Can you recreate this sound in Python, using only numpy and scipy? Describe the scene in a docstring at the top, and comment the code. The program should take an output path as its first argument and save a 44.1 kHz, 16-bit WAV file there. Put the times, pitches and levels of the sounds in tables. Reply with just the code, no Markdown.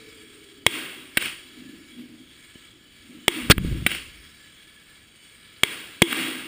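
"""Firework shells bang out of a rack of mortar tubes and burst overhead in the night.
Each report is a crack of torn air on a pressure pulse; it rings the open tubes and echoes round the land.
Underneath, fuses hiss, gas roars hollowly in the tubes and the open air murmurs.
One tube fires right by the microphone, which overloads and ducks while the gust rumbles over it."""
import sys
import numpy as np
from scipy import signal
from scipy.fft import rfft, irfft
from scipy.io import wavfile

SR = 44100
rng = np.random.default_rng(int(sys.argv[2]) if len(sys.argv) > 2 else 0)


def wav_record(signal):
    """Record a signal, one row per channel, as 16-bit PCM in the file named by sys.argv[1]."""
    frames = np.transpose(np.atleast_2d(signal))
    bounded = np.clip(frames, -1, 1)
    # unit amplitude maps onto the largest positive 16-bit level
    quanta = np.round(bounded * 32767).astype(np.int16)
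    wavfile.write(sys.argv[1], SR, quanta)


N = 285327
TIME = np.arange(N) / SR
HZ = np.maximum(np.fft.rfftfreq(4096, 1 / SR), 1)


def from_db(db):
    """Gain of a level in dB."""
    return 10 ** (np.asarray(db) / 20)


def rms_one(x):
    """Scaled to rms 1."""
    return x / np.sqrt(np.mean(x ** 2) + 1e-20)


def add(track, start_s, sound):
    """Mix a sound in from start_s on."""
    at = round(start_s * SR)
    track[at:at + len(sound)] += sound[:N - at]


def filtered(x, order, hz, kind="low"):
    """A Butterworth filter."""
    return signal.sosfilt(signal.butter(order, hz, kind, fs=SR, output="sos"), x)


def resonance(x, hz, width_hz):
    """A two-pole resonance of gain 1."""
    r = np.exp(-np.pi * width_hz / SR)
    feedback = [1, -2 * r * np.cos(2 * np.pi * hz / SR), r * r]
    return signal.lfilter(np.array([1, 0, -1]) * (1 - r * r) / 2, feedback, x)


def drift(rate_hz):
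    """Smooth random modulation, rms 1."""
    return rms_one(filtered(rng.standard_normal(N + SR), 2, rate_hz)[SR:])


def plateau(start_s, end_s, rise_db_per_s, fall_db_per_s):
    """An envelope that swells up to the start, holds to the end and dies away."""
    before_s, after_s = np.maximum(start_s - TIME, 0), np.maximum(TIME - end_s, 0)
    return from_db(-rise_db_per_s * before_s - fall_db_per_s * after_s)


def colour_db(colour):
    """An EQ curve joined up on a log-frequency axis."""
    hz, db = np.transpose(colour)
    return np.interp(np.log(HZ), np.log(hz), db)


# the microphone's tone: frequency_hz, gain_db
MICROPHONE = [(20, -5.5), (400, -3.5), (850, -12), (1200, -5), (2300, 1.5), (3400, -1), (4000, -11),
              (5200, -10.5), (6000, -20.5), (6800, -15), (9400, -7.5), (10400, -13), (11300, -39.5),
              (12900, -32), (13900, -13.5), (15200, -8.5)]
# narrow resonances and notches of its housing: centre_hz, width_hz, gain_db
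HOUSING = [(1638, 64, 5), (1760, 58, -6), (2143, 203, 6), (2130, 78, -5.5), (2780, 240, 5), (3296, 270, 5),
           (3825, 110, 10), (4354, 200, 8), (8850, 200, 8)]
def heard(x, colour, taps=2048):
    """A sound given a colour and picked up by the microphone in its housing; the filter has energy 1."""
    db = colour_db(colour) + colour_db(MICROPHONE)
    for hz, width_hz, gain_db in HOUSING:
        db = db + gain_db / (1 + (2 * (HZ - hz) / width_hz) ** 2)
    cepstrum = irfft(np.log(from_db(db)))[:taps]
    cepstrum[1:] *= 2  # minimum phase keeps attacks sharp
    impulse = irfft(np.exp(rfft(cepstrum, 2 * taps)))[:taps]
    return signal.oaconvolve(x, impulse / np.linalg.norm(impulse))[:N]


def noise(colour):
    """Coloured noise, rms 1."""
    return rms_one(heard(rng.standard_normal(N), colour))


def wide_noise(colour, side_db):
    """Mid/side stereo noise."""
    return noise(colour) + from_db(side_db) * noise(colour) * [[1], [-1]]


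# dark bed of night air: frequency_hz, gain_db
NIGHT_COLOUR = [(20, -6.5), (70, -0.5), (250, -5), (500, -11.5), (1000, -16.5), (4000, -36.5)]
def night(level_db=-60):
    """The low murmur of open air."""
    return from_db(level_db) * wide_noise(NIGHT_COLOUR, side_db=-24)


# stretches in which a fuse burns briskly: start_s, end_s, level_db
FUSE_BURNS = [(0, 0.214, -47.5), (.3, 0.53, -49.5), (0.688, 1.945, -54), (2.367, 2.655, -50),
              (2.966, 5.0, -51.5), (5.27, 6.47, -50)]
def burning(smoulder_db=-53, tail_db=-42.5):
    """Hiss envelope: smouldering paper, the fuses, and the long tail that fades after each launch."""
    burns = [from_db(db) * plateau(start_s, end_s, rise_db_per_s=81, fall_db_per_s=92)
             for start_s, end_s, db in FUSE_BURNS]
    launch_tails = [from_db(tail_db) * plateau(start_s, start_s, rise_db_per_s=408, fall_db_per_s=21)
                    for start_s, *_ in FAR_LAUNCHES + NEAR_LAUNCH]
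    power = from_db(smoulder_db) ** 2 + np.max(burns, axis=0) ** 2 + np.max(launch_tails, axis=0) ** 2
    return np.sqrt(power)


# bright fizz of a fuse in the open: frequency_hz, gain_db
FUSE_COLOUR = [(200, -2), (700, -3), (1500, -0.5), (3000, -5), (4500, -3), (8000, -14.5), (11000, 1.5),
               (15000, 1)]
# the bore ringing round a fuse: pitch_hz, nominal_width_hz, gain_db
BORE_MODES = [(1322, 72, -5.5), (1715, 33, 3.5), (2266, 120, 0.5), (2740, 31, -20), (3007, 40, 4),
              (3312, 153, 2), (3880, 290, -7), (4230, 80, -13.5), (4560, 155, -6.5), (4906, 56, -6.5),
              (5426, 57, -8.5), (5370, 29, -13), (6700, 75, -39), (6580, 91, -10.5), (7030, 110, -10),
              (7460, 190, -10.5), (8200, 38, -15), (8100, 150, -11), (8710, 230, -5.5), (9500, 99, -11.5),
              (9760, 110, -8.5), (10300, 38, -35.5)]
def fuses(sputter_db=0.8, grain_db=1.0, open_db=-6.5, bore_db=-4.5, waver_db=2.23, narrowing=0.8):
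    """A sputtering hiss, partly in the open, partly in a bore whose modes waver as the flame moves."""
    bore = np.zeros(N)
    for hz, width_hz, db in BORE_MODES:
        waver = from_db(db + waver_db * drift(2.4))
        bore += waver * resonance(rng.standard_normal(N), hz, narrowing * width_hz)
    bore = filtered(bore, 4, [1200, 10000], "band")
    hiss = from_db(open_db) * noise(FUSE_COLOUR) + from_db(bore_db) * rms_one(bore)
    sputter = from_db(sputter_db * drift(25) + grain_db * drift(396))
    return burning() * sputter * hiss


# hollow notes of the open tubes: pitch_hz, width_hz, level_db
TUBE_MODES = [(256.8, 28, -3.5), (317, 26.4, -2.5)]
def air_columns():
    """Noise ringing in the open tubes, rms 1."""
    hum = np.zeros(N)
    for hz, width_hz, db in TUBE_MODES:
        mode = resonance(rng.standard_normal(N), hz, width_hz)
        hum += from_db(db) * rms_one(resonance(mode, hz, 4 * width_hz))
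    return rms_one(hum)


def cooling_tube(hot_hz=450, cold_hz=320, cooling_s=1.4, level_db=-53, fade_db_per_s=6.5, width_hz=18):
    """A tube fired earlier cools, and its breathy note sinks and fades."""
    hz = cold_hz + (hot_hz - cold_hz) * np.exp(-TIME / cooling_s)
    phase = 2 * np.pi * np.cumsum(hz) / SR
    note = drift(width_hz) * np.cos(phase) + drift(width_hz) * np.sin(phase)
    return from_db(level_db - fade_db_per_s * TIME) * note


# puffs of gas flowing out of the tubes: start_s, end_s, level_db
PUFFS = [(1.576, 1.77, -45.5), (1.996, 1.99, -40.5), (2.094, 2.2, -49.5), (3.117, 3.168, -44.5),
         (3.37, 3.452, -37)]
# their throaty roar: frequency_hz, gain_db
ROAR_COLOUR = [(40, -36), (110, -11), (190, -7), (250, 9.5), (325, -6.5), (400, -13.5), (550, -20.5),
               (1000, -28)]
def tube_roar(puff_hum_db=-9, draught_db=-53.5, draught_fade_db_per_s=4):
    """Turbulent gas sounds the air columns: hollow puffs over a weakening draught."""
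    puffs = sum(from_db(db) * plateau(start_s, end_s, rise_db_per_s=204, fall_db_per_s=140)
                for start_s, end_s, db in PUFFS)
    draught = from_db(draught_db - draught_fade_db_per_s * TIME)
    return puffs * noise(ROAR_COLOUR) + (draught + from_db(puff_hum_db) * puffs) * air_columns()


# the gust from the nearest tube: time_s, flow_fraction
GUST_FLOW = [(3.36, 0), (3.46, 0.5), (3.5, 0.8), (3.74, 0.95), (3.98, 0.38), (4.26, .22), (4.34, 0.07)]
# its lumpy buffeting and its sub-bass rumble: frequency_hz, gain_db
BUFFET_COLOUR = [(25, -46.5), (70, -17), (115, -8), (185, -7.5), (300, -20), (500, -35.5), (1000, -56),
                 (3000, -74)]
RUMBLE_COLOUR = [(15, -19), (35, -19.5), (65, 10), (90, -20.5), (160, -34), (600, -55)]
def gust(buffet_db=-26, rumble_db=-30.5, rumble_side_db=-8, flutter_db=3):
    """Gas buffets the microphone, a little differently at its two ports; the deepest eddies last longest."""
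    flow = np.interp(TIME, *np.transpose(GUST_FLOW))
    side = filtered(noise(RUMBLE_COLOUR), 1, 45)
    eddies = noise(RUMBLE_COLOUR) + from_db(rumble_side_db) * side * [[1], [-1]]
    buffets = wide_noise(BUFFET_COLOUR, side_db=-22) * from_db(flutter_db * drift(35))
    return from_db(buffet_db) * flow ** 3.36 * buffets + from_db(rumble_db) * flow ** 2 * eddies


def crack(length_s, fade_s=0.00022, size=2048):
    """A few ms of torn air: dense random shocks that hold every frequency evenly."""
    envelope = np.exp(-np.maximum(TIME[:size] - length_s, 0) / fade_s)
    shocks = rng.standard_normal(size)
    for _ in range(4):  # each pass flattens the spectrum
        shocks = irfft(np.exp(1j * np.angle(rfft(shocks * envelope))))
    shocks = shocks * envelope
    return shocks * np.linalg.norm(envelope) / np.linalg.norm(shocks)


def pressure_pulse(length_s):
    """A blast wave of height about 1: a steep front, then a longer swing the other way."""
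    age = 2 * TIME[:4096] / length_s
    return -2 * (1 - age) * np.exp(-age) * (1 - np.exp(-10 * age))


# first spurts of gas, duller knocks and single echoes: start_s, thump_db, thump_length_s, crack_db
KNOCKS = [(1.259, -29, 0.002, -37), (1.993, -39, 0.0017, -52), (2.556, -31.5, 0.002, -71),
          (3.499, 0.5, 0.0043, -6), (3.5009, 11.5, 0.0027, -2), (3.5035, 6, 0.00051, -3.5),
          (3.52, -1.5, 0.0049, -4), (3.58, -9.5, 0.011, -18.5), (3.647, -13, 0.0082, -44),
          (3.725, -17.5, 0.013, -49), (6.128, -33, 0.0015, -16)]
# the snap on top of them: frequency_hz, gain_db
KNOCK_COLOUR = [(100, -27), (400, -19), (650, 7), (1200, 12), (2300, 3), (3300, 2), (4700, -22),
                (6000, -10), (9000, 0), (11000, 9), (15000, 10)]
def knocks(ring_db=2):
    """Short blows, mostly thump, which also sound the open tubes."""
    thumps, cracks = np.zeros((2, N))
    for start_s, thump_db, length_s, crack_db in KNOCKS:
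        add(thumps, start_s, from_db(thump_db) * pressure_pulse(length_s))
        add(cracks, start_s, from_db(crack_db) * crack(0.0019, fade_s=0.0042))
    thumps = filtered(thumps + 1e-18, 4, 450)
    ring = sum(from_db(ring_db + db) * resonance(thumps, hz, width_hz) for hz, width_hz, db in TUBE_MODES)
    return thumps + ring + heard(cracks, KNOCK_COLOUR)


def boom(hz, decay_cycles=0.71):
    """The ball of hot gas overshoots and swings once or twice."""
    cycles = hz * TIME[:SR // 4]
    return -np.cos(2 * np.pi * cycles) * np.exp(-cycles / decay_cycles) * (1 - np.exp(-20 * cycles))


def tube_ring(pitch_hz=310.5, sharp_hz=51.7, settle_s=0.0436, t60_s=0.13):
    """A struck air column: its note starts sharp, settles and dies."""
    age = TIME[:SR]
    hz = pitch_hz + sharp_hz * np.exp(-age / settle_s)
    return from_db(-60 * age / t60_s) * np.sin(2 * np.pi * np.cumsum(hz) / SR)


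def slapped(x, slaps):
    """A sound followed by its separate early echoes."""
    out = x.copy()
    for delay_s, db in slaps:
        add(out, delay_s, from_db(db) * x)
    return out


# the echo tail off the land: frequency_hz, gain_db
ECHO_COLOUR = [(30, -51), (120, -1), (300, 3.5), (600, -0.5), (1100, 2), (2800, -1), (5000, -2.5),
               (15000, 0.5)]
def reports(shots, colour, pulse_s, echo_t60_s, scatter_db, scatter_t60_s, grain_db,
            echo_colour=ECHO_COLOUR, slaps=(), hum_db=-19):
    """Each crack rides a pressure pulse, rings the tubes, scatters off the rack and echoes from afar."""
    cracks, lows, echoes, hum = np.zeros((4, N))
    for start_s, crack_db, crack_s, pulse_db, boom_hz, boom_db, ring_db, echo_db, swell_s in shots:
        add(cracks, start_s, from_db(crack_db) * crack(crack_s))
        scatter = from_db(crack_db + scatter_db - 60 * TIME[:SR] / scatter_t60_s)
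        add(cracks, start_s, scatter * rng.standard_normal(SR))
        add(lows, start_s, from_db(pulse_db) * pressure_pulse(pulse_s))
        add(lows, start_s, from_db(boom_db) * boom(boom_hz))
        add(lows, start_s, from_db(ring_db) * tube_ring())
        # ever more reflectors answer as the wave spreads, each of them weaker
        tail = from_db(-60 * TIME / echo_t60_s) * (1 - np.exp(-(TIME / swell_s) ** 2))
        add(echoes, start_s, from_db(echo_db) * tail)
        add(hum, start_s, from_db(ring_db + hum_db) * tail)  # the tubes hum on while the echoes pass
    echoes = echoes * noise(echo_colour) * from_db(grain_db * drift(160))
    return heard(slapped(cracks, slaps), colour) + lows + echoes + hum * air_columns()


# shells leaving the farther tubes:
# start_s, crack_db, crack_s, pulse_db, boom_hz, boom_db, ring_db, echo_db, swell_s
FAR_LAUNCHES = [(1.1718, -4.5, 0.00386, -24, 232, -10.5, -23.5, -14.5, 0.039),
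                (3.8643, -7, 0.0046, -20, 210, -9.5, -25, -17.5, 0.024)]
# tone of their crack and of their tail: frequency_hz, gain_db
LAUNCH_COLOUR = [(100, 0), (500, 5.5), (950, 0), (1500, 8), (2200, 5.5), (3300, 1.5), (4700, -3),
                 (6000, -9), (7200, 2), (15000, 7)]
LAUNCH_ECHO_COLOUR = [(30, -17), (120, 1), (300, 5), (600, -2.5), (1150, 3), (2200, 2.5), (2950, 5.5),
                      (3700, -1.5), (5000, 2.5), (9000, 3), (15000, 0)]
# slapback off the ground and nearby surfaces: delay_s, level_db
SLAPS = [(.0026, -6), (.0052, -7), (.041, -20), (0.051, -13), (0.084, -20)]
def far_launches():
    """The farther tubes fire: tight bangs with slapback and a short tail."""
    return reports(FAR_LAUNCHES, LAUNCH_COLOUR, pulse_s=0.00049, echo_t60_s=0.4, scatter_db=-4.5,
                   scatter_t60_s=0.043, grain_db=0.6, echo_colour=LAUNCH_ECHO_COLOUR, slaps=SLAPS)


# shells bursting overhead:
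# start_s, crack_db, crack_s, pulse_db, boom_hz, boom_db, ring_db, echo_db, swell_s
BURSTS = [(0.6648, -0.5, 0.0039, -3, 107, -12.5, -16.5, -25.5, 0.038),
          (3.2805, -1.5, 0.0035, -1.5, 234, -16, -14, -27.5, 0.023),
          (5.6341, -1, 0.00297, -5.5, 132, -23, -28.5, -29, 0.007),
          (6.0196, 1, 0.0053, -1, 189, 6, -3.5, -15.5, 0.13)]
# tone of their crack: frequency_hz, gain_db
BURST_COLOUR = [(100, -68.5), (430, 12.5), (680, -15), (900, 12.5), (1450, -4), (2180, 10), (2700, -0.5),
                (3300, 10), (4200, -1.5), (6000, 4.5), (8700, 6), (15000, 2.5)]
def bursts():
    """Shells explode in the sky: hard cracks that roll away over the land."""
    return reports(BURSTS, BURST_COLOUR, pulse_s=0.0014, echo_t60_s=1.11,
                   scatter_db=-22, scatter_t60_s=0.35, grain_db=-0.75)


# the shell leaving the nearest tube:
# start_s, crack_db, crack_s, pulse_db, boom_hz, boom_db, ring_db, echo_db, swell_s
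NEAR_LAUNCH = [(3.5073, 4, 0.01266, -0.9, 118, -24, -20, -36.5, 0.12)]
# tone of its crack: frequency_hz, gain_db
NEAR_COLOUR = [(100, -5), (450, 10.5), (750, -2.5), (1450, 10.5), (2200, 0), (3300, 3.5), (4500, 11),
               (6000, 8.5), (9000, 4.5), (12000, -8.5), (15000, 3)]
def near_launch():
    """The tube beside the microphone fires: a thick blast with a long, faint tail."""
    return reports(NEAR_LAUNCH, NEAR_COLOUR, pulse_s=0.0031, echo_t60_s=1.64,
                   scatter_db=-3.5, scatter_t60_s=0.041, grain_db=1.5)


def scene():
    """Bangs over the hiss and roar of the rack, in stereo."""
    bangs = bursts() + far_launches() + near_launch() + knocks()
    return bangs + fuses() + cooling_tube() + tube_roar() + gust() + night()


def gain_control(x, threshold_db=-11, release_db_per_s=130, attack_s=0.0034):
    """A loud peak ducks the gain, too late for the peak itself; the gain then recovers."""
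    peak_db = 20 * np.log10(np.clip(abs(x).max(axis=0), 1e-6, 1))
    over_db = np.maximum(peak_db - threshold_db, 0)
    release_db = release_db_per_s * TIME
    held_db = np.maximum.accumulate(over_db + release_db) - release_db
    pole = np.exp(-1 / (attack_s * SR))
    return x * from_db(-signal.lfilter([1 - pole], [1, -pole], held_db))


def record(dry, low_cut_hz=28, ceiling=0.92, image_hz=12000, image_db=-27, high_cut_hz=15350):
    """Low cut, ducking, soft overload, a faint image of the low notes up in the treble, steep high cut."""
    ducked = gain_control(filtered(dry, 1, low_cut_hz, "high"))
    clipped = ducked / (1 + (ducked / ceiling) ** 4) ** 0.25
    low_notes = filtered(clipped, 2, [240, 480], "band")
    image = from_db(image_db) * low_notes * np.cos(2 * np.pi * image_hz * TIME)
    high_cut = signal.ellip(12, 0.1, 70, high_cut_hz, fs=SR, output="sos")
    return signal.sosfilt(high_cut, clipped + image)


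dry = scene()
out = record(dry)
wav_record(out)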